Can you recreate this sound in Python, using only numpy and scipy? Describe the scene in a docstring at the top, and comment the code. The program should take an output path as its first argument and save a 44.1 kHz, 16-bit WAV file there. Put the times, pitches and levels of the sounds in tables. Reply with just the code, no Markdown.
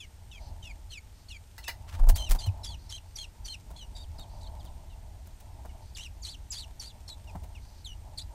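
"""A nestling cheeps for food, close by: two near-sine voices couple in one throat, and a noisy rasp marks chaos.
The parent's wings throb as feather noise; its claws ring a metal rail as a sum of damped modes.
It lands with slow damped swings of the shelter and rustles the straw in crackling noise bursts.
Behind lie hiss with tiny straw ticks, a ringing hollow, an outside rumble and a thin electrical whine;
dense close reflections surround the nest sounds."""
import sys
import numpy as np
from scipy import signal
from scipy.fft import rfft, irfft
from scipy.io import wavfile
from scipy.ndimage import uniform_filter1d

SR = 44100
rng = np.random.default_rng(int(sys.argv[2]) if len(sys.argv) > 2 else 0)


def volts(x):
    """Linear amplitude factor 10**(x/20) for a level x in dB, scalar or array-like."""
    e = np.asarray(x, float) / 20
    return 10 ** e


def dump_mix(stems):
    """Bounce the given channels to the path in sys.argv[1] as a 16-bit WAV at rate SR."""
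    frames = np.atleast_2d(stems).T  # one column per channel
    limited = np.clip(frames, -1, 1)  # hard clip at full scale
    pcm = np.round(limited * 32767).astype(np.int16)
    wavfile.write(sys.argv[1], SR, pcm)


N = 367794  # length in samples

# spectrum of the air hiss: (frequency [Hz], level [dB])
HISS_SPECTRUM = [(76, -50), (130, -4.5), (1060, -14.5), (1170, -13.5), (7600, -16.5), (8740, -22),
                 (14800, -22), (16000, -76)]
# spectrum of the outside rumble: (frequency [Hz], level [dB])
RUMBLE_SPECTRUM = [(8.8, -13), (15, -7.5), (38, -0.5), (86, -1.5), (123, -17.5), (450, -36), (580, -45),
                   (990, -120)]
# air resonances of the shelter: (frequency [Hz], width [Hz], level [dB])
HOLLOW_MODES = [(630, 170, -2), (880, 200, 0)]
# stir of outside noise and moving air, as heard in the hollow: (time [s], level [dB])
STIR_LEVELS = [(0, -71), (.36, -68.5), (.47, -56.5), (.7, -64), (1.0, -71.5), (1.55, -70.5), (2.1, -55),
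               (2.75, -56), (3.0, -70), (3.72, -62), (4.55, -58), (5.4, -65), (5.67, -60), (5.9, -64),
               (7.2, -64.5), (7.36, -57.5), (7.6, -65.5), (8.34, -61)]
# the shelter rocks under the landing: (time [s], envelope peak [dB], frequency [Hz], time to envelope peak [s])
THUMP_EVENTS = [(1.924, -31.5, 84.6, 0.027), (1.993, -11, 27.4, 0.035), (2.067, -8.5, 29.4, 0.0244),
                (2.116, -24, 82, 0.019), (2.19, -26, 49.5, 0.013), (2.29, -13, 28.2, 0.027),
                (2.469, -19.5, 94.6, 0.018)]
# spectrum of the feather noise: (frequency [Hz], level [dB])
FEATHER_SPECTRUM = [(600, -8), (1200, 3.5), (4500, -6), (6500, -8.5), (15000, -18)]
# straw crushed or snapped; the first two bursts come from wings fluttering before the landing: (time [s],
# nominal peak [dB], dull part relative to crackle [dB])
RUSTLE_EVENTS = [(1.9315, -60.5, 15), (1.9896, -49, 14), (2.0305, -52.5, 17.5), (2.066, -51.5, 15),
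                 (2.0863, -26.5, -0.5), (2.1555, -32, -27), (2.1961, -46.5, -2), (2.2899, -35.5, -30),
                 (2.3067, -27.5, -4.5), (2.346, -40, 8), (2.4577, -45, 5), (3.702, -55.5, 12),
                 (4.1853, -53.5, 10.5), (4.6413, -52, 4), (5.2654, -55.5, 3), (5.3986, -50.5, -15),
                 (5.647, -58, 17.5), (7.3482, -57.5, 22.5), (7.431, -54, 7.5)]
# claws on the rail: (time [s], nominal peak [dB])
CLAW_EVENTS = [(1.5796, -38.5), (1.6791, -26)]
# vibration modes of the rail: (frequency [Hz], level [dB])
RAIL_MODES = [(920, -6.5), (1770, -24), (1990, 2.5), (2900, -3.5), (4340, -3.5), (4830, -6), (5380, -2.5),
              (6410, -6.5), (7750, -15), (8470, -11)]
# faint wheezes: (time [s], level [dB])
WHEEZE_EVENTS = [(0.387, -63), (1.127, -69), (2.769, -66), (3.042, -72), (4.281, -66.5), (5.799, -68),
                 (7.602, -66.5), (7.71, -66)]
# resonances of the narrow throat in a wheeze: (frequency [Hz], width [Hz], level [dB])
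WHEEZE_MODES = [(4500, 1300, 0), (6100, 360, -2)]
# overtones and mixed tones: (multiple of left voice [1], multiple of right voice [1])
VOICE_PRODUCTS = [(m, n) for m in range(-1, 5) for n in range(-1, 5) if 1 < abs(m) + abs(n) < 5 and m + n > 0]
# colour that throat and gape give to overtones and rasp: (frequency [Hz], level [dB])
THROAT_COLOUR = [(1200, -8.5), (2000, -8), (4500, -4), (5900, 1), (7800, -1.5), (9400, -9), (10800, -3),
                 (15500, -26)]
# squeaks of one voice alone, mostly as a loud cheep breaks out:
# (start [s], length [s], first pitch [Hz], last pitch [Hz], level [dB])
SQUEAK_EVENTS = [(3.155, 0.014, 6100, 5290, -44.5), (3.443, 0.026, 6100, 5700, -47),
                 (4.464, 0.015, 3600, 4780, -49.5), (5.948, 0.017, 5190, 2920, -48),
                 (6.22, 0.025, 7300, 4760, -46.5), (6.503, 0.029, 7980, 5330, -41),
                 (6.794, 0.013, 6400, 5000, -41), (7.078, 0.021, 5800, 4500, -50)]
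# soft peeps that only slide down:
# (start [s], length [s], first pitch [Hz], last pitch [Hz], lower voice [dB], upper voice [dB])
PEEP_EVENTS = [(0.0, 0.058, 2780, 2160, -52, -53), (4.595, 0.032, 4050, 3020, -65, -65),
               (4.656, 0.038, 3910, 2690, -62.5, -62), (4.898, 0.047, 3140, 2660, -65, -70),
               (5.69, 0.03, 2350, 2140, -64, -64), (7.271, 0.039, 3020, 2420, -54, -72),
               (7.548, 0.044, 3040, 2120, -53.5, -69)]
# level offsets shared by full cheeps: (stage [0 opening, 1 dip, 2 crest, 3 close],
# lower voice [dB], upper voice [dB], rasp [dB])
CHEEP_STAGES = [(0, 2, 0, -15.5), (.45, -5.2, 1.5, 2.5), (.95, -2, -6.5, -1.5), (1.4, 0, -0.5, -10),
                (2, -5.5, -2.6, -11), (2.55, -1, -8.5, -22), (3, -5, -28, -30)]
# full begging cheeps; the stage offsets add to the levels: (start [s], length [s],
# dip and crest [shares of length], lower voice at opening, dip, crest and close [Hz],
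# upper / lower pitch at dip and crest [1], lower voice [dB], lower voice at opening [dB],
# upper voice [dB], rasp [dB])
BEG_EVENTS = [ (0.313, .082, .34, 0.66, 3030, 2620, 2380, 2100, 1.25, 1.34, -52.5, -47.5, -57, -76),
              (0.624, .099, 0.39, 0.57, 3220, 2764, 2570, 2150, 1.23, 1.3, -49, -51.5, -57.5, -62),
              (0.9, 0.095, 0.31, 0.54, 3350, 2990, 2650, 2160, 1.38, 1.33, -48.5, -65, -53.5, -58.5),
              (1.283, .097, .22, 0.43, 3560, 2960, 2610, 2180, 1.47, 1.3, -50.5, -65, -53, -58),
              (1.627, 0.09, 0.32, 0.65, 3400, 2670, 2500, 2180, 1.4, 1.3, -48, -56, -56.5, -57),
              (2.144, 0.15, .28, 0.77, 3650, 3123, 3020, 2395, 1.31, 1.34, -45, -70, -49, -50),
              (2.385, 0.11, .4, 0.66, 3800, 3075, 3290, 2420, 1.34, 1.3, -47.5, -56, -48.5, -51),
              (2.631, 0.13, 0.28, 0.6, 4200, 3260, 3550, 2460, 1.46, 1.23, -48, -47, -50, -50.5),
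              (2.89, 0.1, 0.35, 0.83, 4500, 3050, 3270, 2340, 1.34, 1.22, -46, -55, -53, -49.5),
              (3.157, 0.1, 0.28, 0.7, 3780, 3230, 3205, 2430, 1.33, 1.31, -47.5, -76, -46, -50),
              (3.446, .112, 0.32, 0.68, 3720, 3130, 3180, 2400, 1.39, 1.3, -47.5, -82, -47.5, -50),
              (3.76, 0.094, 0.27, 0.42, 3350, 3440, 3200, 2730, 1.25, 1.27, -52, -62, -54, -60.5),
              (3.95, 0.1, 0.41, 0.85, 3900, 3720, 3820, 2700, 1.23, 1.22, -56, -54.5, -59, -60.5),
              (4.181, 0.065, 0.24, 0.7, 4500, 3800, 3760, 2820, 1.16, 1.15, -56.5, -50, -57, -68),
              (4.405, 0.08, 0.313, 0.68, 3900, 3950, 3450, 2900, 1.16, 1.25, -59, -68, -63, -64),
              (5.96, .118, 0.18, 0.61, 3000, 2776, 3240, 2330, 1.24, 1.3, -46.5, -47.5, -56.5, -46),
              (6.228, .13, 0.37, .63, 3600, 3150, 4190, 2590, 1.27, 1.16, -52.5, -78, -46, -50),
              (6.512, 0.14, 0.31, 0.59, 4000, 3200, 4150, 2560, 1.43, 1.1, -49, -81, -45, -47),
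              (6.795, 0.13, 0.35, 0.53, 3750, 3130, 4090, 2670, 1.34, 1.16, -59, -72, -46, -50.5),
              (7.077, 0.073, 0.31, 0.67, 3630, 3480, 3380, 3630, 1.17, 1.14, -56, -69, -48, -53.5),
              (7.844, .098, 0.46, 0.53, 4300, 3067, 2946, 2860, 0.97, 0.99, -53, -44.5, -48.5, -68),
              (8.173, 0.056, 0.47, 0.93, 4180, 3490, 4240, 4130, 1.15, 1.17, -49, -44, -45.5, -51.5), ]


def evened(x):
    """Normalization: scales a signal to unit rms."""
    return x / np.sqrt(np.mean(x ** 2) + 1e-20)


def add(mix, s, sound):
    """Superposition: adds a sound to the mix from second s on."""
    part = mix[round(s * SR):][:len(sound)]
    part += sound[:len(part)]


def read(points, hz):
    """Spectral envelope: interpolates dB over log frequency and returns the gain at hz."""
    f, db = np.transpose(points)
    return volts(np.interp(np.log(hz + 1), np.log(f + 1), db))


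def resonate(x, hz, width):
    """Heterodyne resonance: shifts the curve hz down to zero, smooths, and shifts back."""
    turn = np.exp(2j * np.pi * np.cumsum(hz * np.ones(len(x))) / SR)
    r = np.exp(-np.pi * width / SR)
    return 2 * (turn * signal.lfilter([1 - r], [1, -r], x / turn)).real


def through(modes, x):
    """Modal superposition: sums steep resonances; alternate signs keep the valleys shallow."""
    total = 0
    for k, (hz, width, db) in enumerate(modes):
        steep = resonate(resonate(x, hz, width), hz, width)
        total = total + (-1) ** k * volts(db) * steep
    return evened(total)


def coloured(points, n):
    """Spectral shaping: steady noise of unit rms with a given spectrum."""
    spectrum = rfft(rng.standard_normal(n)) * read(points, np.fft.rfftfreq(n, 1 / SR))
    return evened(irfft(spectrum, n))


def ticking_hiss():
    """Shot noise on steady noise: sparse decaying pulses raise the hiss as tiny straw ticks."""
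    pulses = (rng.random(N) < 25 / SR) * rng.exponential(.6, N)  # 25 per second on average
    ticks = signal.lfilter([1], [1, -np.exp(-1 / 80)], pulses)
    return volts(-64) * (1 + 1.3 * ticks) * coloured(HISS_SPECTRUM, N)


def ringing_hollow(stir_db):
    """Cavity resonance: stirred air excites the shelter's modes with uneven strength."""
    gusts = evened(uniform_filter1d(uniform_filter1d(rng.standard_normal(N), 1500), 1500))
    return through(HOLLOW_MODES, rng.standard_normal(N)) * volts(stir_db + 3 * gusts)


def outside_rumble(stir_db):
    """Low-frequency noise: its level follows 0.59 of the stir, in dB."""
    return coloured(RUMBLE_SPECTRUM, N) * volts(-44.5 + 0.59 * (stir_db + 62.5))


def electrical_whine():
    """Narrowband filtering: noise through one sharp resonance gives a thin whine."""
    return volts(-74.5) * through([(8580, 160, 0)], rng.standard_normal(N))


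def background():
    """Superposition of independent sources: hiss, hollow, rumble and whine."""
    stir_db = np.interp(np.arange(N) / SR, *np.transpose(STIR_LEVELS))
    return ticking_hiss() + ringing_hollow(stir_db) + outside_rumble(stir_db) + electrical_whine()


def walls(x):
    """Reverberation: convolution with dense close reflections that fall 60 dB in 0.093 s."""
    t = np.arange(SR // 8) / SR
    signs = rng.choice([-1., 1.], len(t))
    present = (rng.random(len(t)) < .05) * (t > .002)
    taps = signs * present * volts(-60 * t / 0.093)
    return signal.oaconvolve(x, taps / np.linalg.norm(taps))[:N]


def thump(s, db, hz, top):
    """Transient oscillation: a slow swing dips first, swells and dies."""
    t = np.arange(SR // 4) / SR
    u = t / top
    envelope = (u * np.exp(1 - u)) ** 2
    return s, -volts(db) * envelope * np.sin(2 * np.pi * hz * t)


def wings():
    """Amplitude modulation: feather noise throbs with the wing beats before the landing."""
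    start_s, length_s, beats_per_s = 1.86, 0.15, 18
    t = np.arange(round(length_s * SR)) / SR
    beats = 1 - .5 * np.cos(2 * np.pi * beats_per_s * t)
    beats *= volts(3 * evened(uniform_filter1d(rng.standard_normal(len(t)), 200)))  # uneven gusts
    swell = np.sin(np.pi * t / length_s)
    return start_s, volts(-54) * coloured(FEATHER_SPECTRUM, len(t)) * beats * swell


def rustle(s, db, dull_db):
    """Impulsive noise: straw crackles with a duller push into the hollow, then a short tail."""
    t = np.arange(SR // 5) / SR
    bright_noise, dull_noise, grain = rng.standard_normal((3, len(t)))
    grain_db = 3.7 * evened(uniform_filter1d(grain, 60))
    crackle = evened(resonate(bright_noise, 8100, 22000)) * volts(grain_db)
    dull = volts(dull_db) * through([(730, 530, 1.2), (165, 85, 10.4)], dull_noise)
    shape = np.minimum(t / .004, 1) * volts(-60 * np.maximum(t - .012, 0) / .055)
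    return s, volts(db - 6.0) * (crackle + dull) * shape


def claw(s, db):
    """Modal excitation: a short scratch rings the rail, which the gripping foot soon damps."""
    t = np.arange(SR // 4) / SR
    scratch = rng.standard_normal(len(t)) * volts(-60 * t / 0.12) * np.minimum(t / 0.00046, 1)
    modes = np.zeros(len(t))
    for hz, level in RAIL_MODES:
        decay = volts(level - 60 * t * np.sqrt(hz / 2000) / 0.039)  # high modes die sooner
        modes += decay * np.sin(2 * np.pi * hz * t)
    ring = signal.fftconvolve(scratch, modes)[:len(t)]
    thin = signal.butter(2, 600, "high", fs=SR)  # the claw sound carries no bass below about 600 Hz
    return s, volts(db) * signal.lfilter(*thin, ring / abs(ring).max() + 0.45 * scratch)


def wheeze(s, db):
    """Turbulent flow: air drawn through a narrow throat excites its resonances."""
    n = round(.13 * SR)
    return s, volts(db) * through(WHEEZE_MODES, rng.standard_normal(n)) * signal.windows.tukey(n, .4)


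def voice_tones(left, right, left_hz, right_hz, left_db, right_db):
    """Nonlinear mixing: two sines gain overtones and sum or difference tones, coloured by the throat."""
    tone = volts(left_db) * np.sin(left) + volts(right_db) * np.sin(right)
    for m, n in VOICE_PRODUCTS:
        order, hz = abs(m) + abs(n), m * left_hz + n * right_hz
        db = (abs(m) * left_db + abs(n) * right_db) / order
        # loud notes are brighter; mixed tones are weaker than pure overtones
        db += (.2 * (db + 50) - 4.5) * (order - 1) - 5 - 10 * (m * n != 0)
        tone += (hz < SR / 2) * read(THROAT_COLOUR, hz) * volts(db) * np.sin(m * left + n * right)
    return tone


def rasp_noise(left_hz, right_hz):
    """Narrowband noise: rasp hugs the voice lines over a broad throat hiss."""
    hiss = coloured(THROAT_COLOUR, len(left_hz))
    clumps = sum(resonate(hiss, k * hz, 470) for hz in (left_hz, right_hz) for k in (1, 2))
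    clumps += .5 * resonate(hiss, left_hz * 2 / 3, 700)  # a broken cycle sounds below the voices
    return evened(.45 * hiss + clumps)


def cheep(rows):
    """Coupled oscillators: two near-sine voices mix in one throat, and chaos smears every line."""
    s, *columns = np.transpose(rows)
    t = np.arange(s[0], s[-1], 1 / SR)
    left_hz, left_db, right_hz, right_db, rasp_db = (
        uniform_filter1d(np.interp(t, s, c), 150) for c in columns)
    wobble, flutter = (evened(uniform_filter1d(v, 90)) for v in rng.standard_normal((2, 2, len(t))))
    waver = .01 * evened(uniform_filter1d(uniform_filter1d(wobble, 400), 400))  # slow kinks in the pitch
    chaos = np.clip(volts(rasp_db - np.maximum(left_db, right_db)), 0, 1) ** 2
    pitches = [left_hz, right_hz] * (1 + waver + (0.0037 + 0.067 * chaos) * wobble)
    left, right = 2 * np.pi * np.cumsum(pitches, axis=1) / SR
    falter = evened(uniform_filter1d(uniform_filter1d(flutter, 350), 350))  # slow level changes
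    left_db, right_db = [left_db, right_db] + (1.7 + 0.44 * chaos) * flutter + 2.5 * falter
    tone = voice_tones(left, right, left_hz, right_hz, left_db, right_db)
    rasp = rasp_noise(left_hz, right_hz) * volts(rasp_db + 4 * flutter[0])
    edges = np.clip(np.minimum(t - t[0], t[-1] - t) / .005, 0, 1)
    return s[0], (np.sqrt(2) * tone + rasp) * edges


def squeak(s, length, from_hz, to_hz, db):
    """Frequency modulation: one voice alone bends ever faster."""
    u = np.linspace(0, 1, num=20)
    hz = from_hz + (to_hz - from_hz) * u ** 1.1
    mute = -120 + 0 * u  # silences the second voice and the rasp [dB]
    return cheep(np.transpose([s + u * length, hz, db - 0.5 * u, hz, mute, mute]))


def peep(s, length, from_hz, to_hz, lower_db, upper_db):
    """Parallel glide: both voices slide down at a fixed interval, fast at first, and fade."""
    u = np.linspace(0, 1, num=20)
    hz = to_hz + (from_hz - to_hz) * (1 - u) ** 1.4
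    fade = -7.5 * u ** 2
    return cheep(np.transpose([s + u * length, hz, lower_db + fade, 1.28 * hz, upper_db + fade,
                               lower_db + fade - 17.5]))


def beg(s, length, dip, crest, open_hz, dip_hz, crest_hz, close_hz, dip_interval, crest_interval,
        lower_db, open_db, upper_db, rasp_db):
    """Two-voice glide: pitch moves through a rasping dip to a crest and on to its close."""
    u = np.linspace(0, 1, num=40)
    stretches = ((0, dip), (dip, crest), (crest, 1))
    drop, climb, fall = (np.clip((u - a) / (b - a), 0, 1) for a, b in stretches)
    late_climb = climb ** 1.5
    rise_hz = (crest_hz - dip_hz) * late_climb
    drop_hz = (dip_hz - open_hz) * np.sin(np.pi / 2 * drop) ** 1.4
    hz = open_hz + drop_hz + rise_hz + (close_hz - crest_hz) * fall ** 1.4
    interval = dip_interval + (crest_interval - dip_interval) * late_climb
    # the voices open no further apart than a ratio of 1.27
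    upper_hz = hz * (interval - max(dip_interval - 1.27, 0) * (1 - drop))
    stage, *stage_db = np.transpose(CHEEP_STAGES)
    lower, upper, rasp = (np.interp(drop + climb + fall, stage, db) for db in stage_db)
    lower += lower_db + (open_db - lower_db) * (1 - drop ** 2)
    rasp += rasp_db + .006 * np.maximum(rise_hz, 0)  # a wide climb strains the voice [dB per Hz]
    return cheep(np.transpose([s + u * length, hz, lower, upper_hz, upper_db + upper, rasp]))


def scene():
    """Superposition: nest sounds with their reflections, over thumps and background."""
    nest, low = np.zeros(N), np.zeros(N)
    sources = ((rustle, RUSTLE_EVENTS), (claw, CLAW_EVENTS), (wheeze, WHEEZE_EVENTS),
               (squeak, SQUEAK_EVENTS), (peep, PEEP_EVENTS), (beg, BEG_EVENTS))
    for source, events in sources:
        for row in events:
            add(nest, *source(*row))
    add(nest, *wings())
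    for row in THUMP_EVENTS:
        add(low, *thump(*row))
    return (nest + volts(-11) * walls(nest) + low + background())[None]


def top_cut(x):
    """Nothing passes above the cut-off."""
    return signal.sosfilt(signal.butter(12, 16450, fs=SR, output="sos"), x)


def record(dry):
    """Band limitation: a linear-phase low-pass at 15.8 kHz finishes the mix."""
    band = signal.firwin(255, 15800, window=("kaiser", 9), fs=SR)
    mix = signal.oaconvolve(dry, band[None], "same")
    return top_cut(mix)


dry = scene()
out = record(dry)
dump_mix(out)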